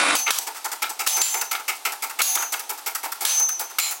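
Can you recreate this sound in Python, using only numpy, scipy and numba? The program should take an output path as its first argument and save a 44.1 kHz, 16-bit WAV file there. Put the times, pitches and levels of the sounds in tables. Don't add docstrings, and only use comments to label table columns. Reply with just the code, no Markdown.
import sys
import numpy as np
from scipy import signal
from scipy.fft import rfft, irfft
from scipy.io import wavfile
from scipy.ndimage import uniform_filter1d, minimum_filter1d
from numba import njit

SR = 44100
rng = np.random.default_rng(int(sys.argv[2]) if len(sys.argv) > 2 else 0)


def wav_record(signal):
    frames = np.transpose(np.atleast_2d(signal))
    bounded = np.clip(frames, -1, 1)
    quanta = np.round(bounded * 32767).astype(np.int16)
    wavfile.write(sys.argv[1], SR, quanta)


N = 176400

# frequency_hz, density_db
ROOM_SPECTRUM = [(18, -78), (30, -48), (70, -56), (287, -5), (569, -6), (866, 9), (988, 0), (1320, -1),
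                 (1540, -6.5), (3670, -4.5), (9970, -7), (11700, -7), (16000, -18)]
RATTLE_SPECTRUM = [(24, -77), (40, -15), (167, -9), (290, -1.5), (345, -12), (412, -8.5), (1300, 0),
                   (1810, -6), (2440, -0.5), (2910, -14.5), (3740, -9), (6020, -15.5), (9940, -12),
                   (10700, -21), (16000, -93)]
JOINT_SPECTRUM = [(60, -65), (250, -24.5), (700, -18), (1350, 18.5), (1800, 9.5), (2350, -1.5), (3000, 4.5),
                  (3600, 8), (6000, -3.5), (16000, -64)]
AIR_SPECTRUM = [(1400, -44), (2500, -16), (3500, -7), (5000, -4.5), (7000, -7), (8500, -1), (9800, -2),
                (11200, 3.5), (13000, 2), (15000, -2), (16000, 5.5)]
THUMP_SPECTRUM = [(60, -63), (150, -52), (240, -17), (420, -6), (600, -12.5), (750, 0), (875, 6),
                  (1020, -2.5), (1150, -5.5), (1350, -0.5), (1600, -9), (2400, -11.5), (4000, -32)]
CRASH_SPECTRUM = [(60, -47), (200, -30), (500, -12), (800, -2.5), (1100, -0.5), (1900, -5), (2700, 0),
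                  (4500, 1), (6000, 0), (8000, 0.5), (9800, -6), (11500, 0.5), (14000, -19.5), (16000, 2.5)]
# pitch_hz, level_db
FRAME_MODES = [(301.5, -39), (974.4, -41), (1324, -53), (1464, -33), (1922, -51), (2417, -38.5),
               (2573, -50), (2708, -39), (3063, -40), (3418, -50), (3639, -38), (3898, -38.5)]
# start_s, level_db
JOINT_KNOCKS = [(.278, -19), (0.287, -38), (0.3059, -4.5), (.841, -21), (1.551, -21.5), (1.708, -40),
                (2.206, -14.5), (2.373, -15), (2.539, -21.5), (3.785, -21.5)]
# pitch_hz, width_hz, level_db
JOINT_RESONANCES = [(1248, 130, -4.5), (2220, 45, 2), (2710, 210, 0), (3250, 260, -1.5)]
VALVE_RESONANCES = [(3370, 600, -6.5), (4687, 690, -1), (5530, 600, 0.5), (6136, 200, 3.5),
                    (7070, 280, 3.5), (8010, 210, 5.5), (8710, 360, -1.5)]
DRIVE_RESONANCES = [(1310, 54, -2.5), (2198, 93, 0), (2610, 380, -10)]
RETURN_RESONANCES = [(1330, 154, 4), (1880, 420, -5.5), (2680, 120, -2)]
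# start_s, length_s, air_db, thump_db, piston_db
DRIVE_STROKES = [(.263, 0.029, -34, -29.5, -21), (.466, 0.015, -28.5, -29.5, -40.5),
                 (.643, 0.017, -26.5, -28, -37), (.819, 0.013, -22, -28, -23),
                 (.991, 0.025, -24.5, -31.5, -28), (1.165, 0.018, -12, -18.5, -21.5),
                 (1.340, 0.0061, -15.5, -22, -22), (1.511, 0.022, -20.5, -28, -24),
                 (1.679, .022, -22, -32.5, -22), (1.850, 0.018, -20.5, -28.5, -20),
                 (2.021, 0.023, -23, -31, -30.5), (2.188, 0.022, -21, -26.5, -20),
                 (2.352, 0.008, -9, -18, -24.5), (2.521, 0.02, -21, -30.5, -33.5),
                 (2.692, 0.017, -23.5, -30.5, -37), (2.860, 0.022, -22.5, -32, -31),
                 (3.030, 0.029, -27.5, -29.5, -36), (3.206, 0.029, -24, -33, -38),
                 (3.395, 0.0081, -19.5, -27.5, -52), (3.593, 0.021, -21.5, -29, -46),
                 (3.785, .016, -5.5, -37, -9)]
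RETURN_STROKES = [(.384, 0.004, -14.5, -29, -38), (.545, 0.039, -37.5, -50, -40),
                  (.715, 0.016, -26.5, -34, -32), (.892, 0.015, -26.5, -34, -52),
                  (1.063, .012, -19.5, -31, -22), (1.410, 0.0098, -20.5, -31, -27),
                  (1.592, .015, -37, -38.5, -40), (1.750, 0.02, -36.5, -58, -53),
                  (1.918, 0.015, -27.5, -37, -36), (2.095, 0.017, -31.5, -42, -35.5),
                  (2.421, 0.0069, -22.5, -33, -27), (2.592, 0.012, -26.5, -38, -36.5),
                  (2.775, 0.017, -34, -46, -43), (2.948, 0.011, -21, -46, -29.5),
                  (3.118, 0.007, -23, -48, -31.5), (3.486, 0.01, -22, -60, -32.5),
                  (3.697, 0.018, -38, -44, -43.5), (3.907, 0.017, -22.5, -41, -35.5)]
RING_BANDS_HZ = [800, 4300, 6200, 6670, 7200, 10500]
# start_s, crash_db, then one ring_db for each of RING_BANDS_HZ
PAWL_DROPS = [(.153, -24, -36, -42, -18, -30, -38, -31), (.3055, -14, -40, -34, -40, -34, -36, -28),
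              (1.0725, -6, -18, -20, -5, -26, -13, -14), (1.2155, -4, -31, -20, -13, -24, 2, -13),
              (2.217, -2, -22, -16, -9, -4, -17, -6), (3.2505, 0, -30, -9, 1, -18, -20, -12),
              (3.7975, -14, -40, -10, -38, -25, -10, -24)]
# pitch_hz, level_db, t60_s
PAWL_MODES = [(752, -2, .6), (873, -3, .6), (3903, -14, .25), (4640, -14, .25), (5916, -9, .65),
              (6223, 0, .58), (6670, 0, .4), (7101, -7, .33), (7255, 0, .26), (8085, -7, .28),
              (9238, -8, .28), (10260, -5, .36), (10900, -1, .27), (10980, -3, .33), (11230, 1, .32),
              (11680, -2, .2), (12355, -4, .33), (13190, -3, .25), (14528, -5, .44), (14720, -8, .38),
              (15150, -3, .25)]

TOP_HZ = 16000


def undb(db):
    return 10 ** (np.asarray(db) / 20)


def unit(x):
    return x / np.sqrt(np.mean(x ** 2))


def since(start):
    return np.maximum(np.arange(N) / SR - start, 0)


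def noise(spectrum):
    hz, db = np.array(sorted(spectrum)).T
    bins_hz = np.maximum(np.fft.rfftfreq(N, 1 / SR), 1)
    gain = undb(np.interp(np.log(bins_hz), np.log(hz), db))
    return unit(irfft(rfft(rng.standard_normal(N)) * gain, N))


def resonant(resonances):
    forces = rng.standard_normal((len(resonances), N))
    return unit(sum(undb(db) * signal.lfilter(*signal.iirpeak(hz, hz / width, fs=SR), force)
                    for force, (hz, width, db) in zip(forces, resonances)))


def flutter(depth):
    return unit(np.exp(depth * unit(uniform_filter1d(rng.standard_normal(N), size=60))))


def puff(start, length, attack_s, fall_s):
    return np.minimum(since(start) / attack_s, 1) * np.exp(-np.minimum(since(start + length) / fall_s, 50))


def fade(start, t60_s):
    t = since(start)
    return (t > 0) * np.exp(-np.log(1000) * np.minimum(t / t60_s, 10))


@njit
def gain_reduction(excess_db, attack, release_db):
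    out, cut = np.empty(len(excess_db)), 0.
    for i, wanted in enumerate(excess_db):
        cut = cut + (wanted - cut) * attack if wanted > cut else max(wanted, cut - release_db)
        out[i] = cut
    return out


def room_noise():
    return undb(-42.5) * noise(ROOM_SPECTRUM)


def workshop_echo(x, gap_s=0.023, split_hz=3000):
    low = signal.sosfilt(signal.butter(2, split_hz, fs=SR, output="sos"), rng.standard_normal(N))
    high = signal.sosfilt(signal.butter(2, split_hz, "high", fs=SR, output="sos"), rng.standard_normal(N))
    tail = low * fade(gap_s, t60_s=0.2) + high * fade(gap_s, t60_s=0.15)
    return undb(-10) * signal.fftconvolve(x, tail / np.sqrt(np.sum(tail ** 2)))[:N]


def frame(hold_s=0.138, fall_s=0.024):
    tones = sum(undb(db + 5.5) * np.sqrt(2) * np.sin(2 * np.pi * (hz * since(0) + rng.random()))
                for hz, db in FRAME_MODES)
    rattle = undb(-16.5) * noise(RATTLE_SPECTRUM) * flutter(0.17)
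    return (rattle + tones) * np.exp(-since(hold_s) / fall_s)


def joints():
    def blows(t60_s):
        return sum(undb(db) * fade(start, t60_s) for start, db in JOINT_KNOCKS)
    knocks = noise(JOINT_SPECTRUM) * blows(t60_s=0.06)
    pings = undb(-5) * resonant(JOINT_RESONANCES) * blows(t60_s=0.05)
    return knocks + pings


def pump(strokes, piston_resonances):
    air, thump, piston = np.zeros((3, N))
    for start, length, air_db, thump_db, piston_db in strokes:
        air += undb(air_db) * puff(start, length, attack_s=0.0026, fall_s=0.0089)
        thump += undb(thump_db) * puff(start, length + 0.0072, attack_s=0.011, fall_s=0.016)
        piston += undb(piston_db) * puff(start, length + 0.0046, attack_s=0.0049, fall_s=0.008)
    valve_db = -2 - 2 * since(0)
    vent = noise(AIR_SPECTRUM) + undb(valve_db) * resonant(VALVE_RESONANCES)
    hiss = air * vent * flutter(0.18)
    return hiss + thump * noise(THUMP_SPECTRUM) + piston * resonant(piston_resonances)


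def rack(modes=160, scatter_db=6.5):
    hz, db = np.array(sorted(CRASH_SPECTRUM)).T
    mode_hz = rng.uniform(2000, TOP_HZ, modes)
    mode_db = np.interp(mode_hz, hz, db) + scatter_db * rng.standard_normal(modes)
    spectrum = np.zeros(N // 2 + 1, complex)
    spectrum[(mode_hz * N / SR).astype(int)] = undb(mode_db) * np.exp(2j * np.pi * rng.random(modes))
    return unit(irfft(spectrum, N))


def pawl_crash(crack_s=0.00067):
    out, clatter = np.zeros(N), noise(CRASH_SPECTRUM)
    for start, crash_db, *_ in PAWL_DROPS:
        t = since(start)
        crack = undb(5) * (t > 0) * np.exp(-np.minimum(t / crack_s, 50)) * clatter
        clang = fade(start, t60_s=0.19) * (rack() + undb(7) * clatter)
        out += undb(crash_db + 3) * (clang + crack)
    return out


def pawl_ring(swell_s=0.043, detune_hz=2.38):
    out, t = np.zeros(N), np.arange(SR) / SR
    for start, _, *ring_db in PAWL_DROPS:
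        at = int(start * SR)
        for hz, db, t60 in PAWL_MODES:
            waver_db = 3 * np.interp(t, np.linspace(0, 1, 70), rng.standard_normal(70))
            strike_db = np.interp(hz, RING_BANDS_HZ, ring_db)
            envelope = undb(db + waver_db + strike_db) * np.exp(-np.log(1000) * t / t60)
            if t60 > 0.55:
                envelope *= 1 - np.exp(-t / swell_s)
            tone = np.sqrt(2) * np.sin(2 * np.pi * (hz + rng.normal(0, detune_hz)) * t)
            out[at:at + SR] += (envelope * tone)[:N - at]
    return out


def scene():
    chuffs = pump(DRIVE_STROKES, DRIVE_RESONANCES) + pump(RETURN_STROKES, RETURN_RESONANCES)
    lift = chuffs + pawl_crash() + joints()
    mono = lift + workshop_echo(lift) + pawl_ring() + frame() + room_noise()
    return np.array([mono, mono])


def record(dry, threshold_db=-10, lag_s=0.00212, attack_s=0.0021, release_db_per_s=202, ceiling=0.5):
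    x, t = dry[0], since(0)
    peak = -minimum_filter1d(-np.abs(x), size=129, origin=64)
    excess_db = np.maximum(20 * np.log10(peak + 1e-9) - threshold_db, 0)
    cut_db = gain_reduction(excess_db, 1 / (attack_s * SR), release_db_per_s / SR)
    x = x * undb(-np.interp(t - lag_s, t, cut_db))
    limiter_gain = minimum_filter1d(ceiling / np.maximum(np.abs(x), ceiling), size=15)
    x = x * uniform_filter1d(limiter_gain, size=15)
    x = signal.sosfilt(signal.butter(2, 275, "high", fs=SR, output="sos"), x)
    x = signal.sosfilt(signal.ellip(10, .2, 70, TOP_HZ, fs=SR, output="sos"), x)
    return np.array([x, x])


dry = scene()
out = record(dry)
wav_record(out)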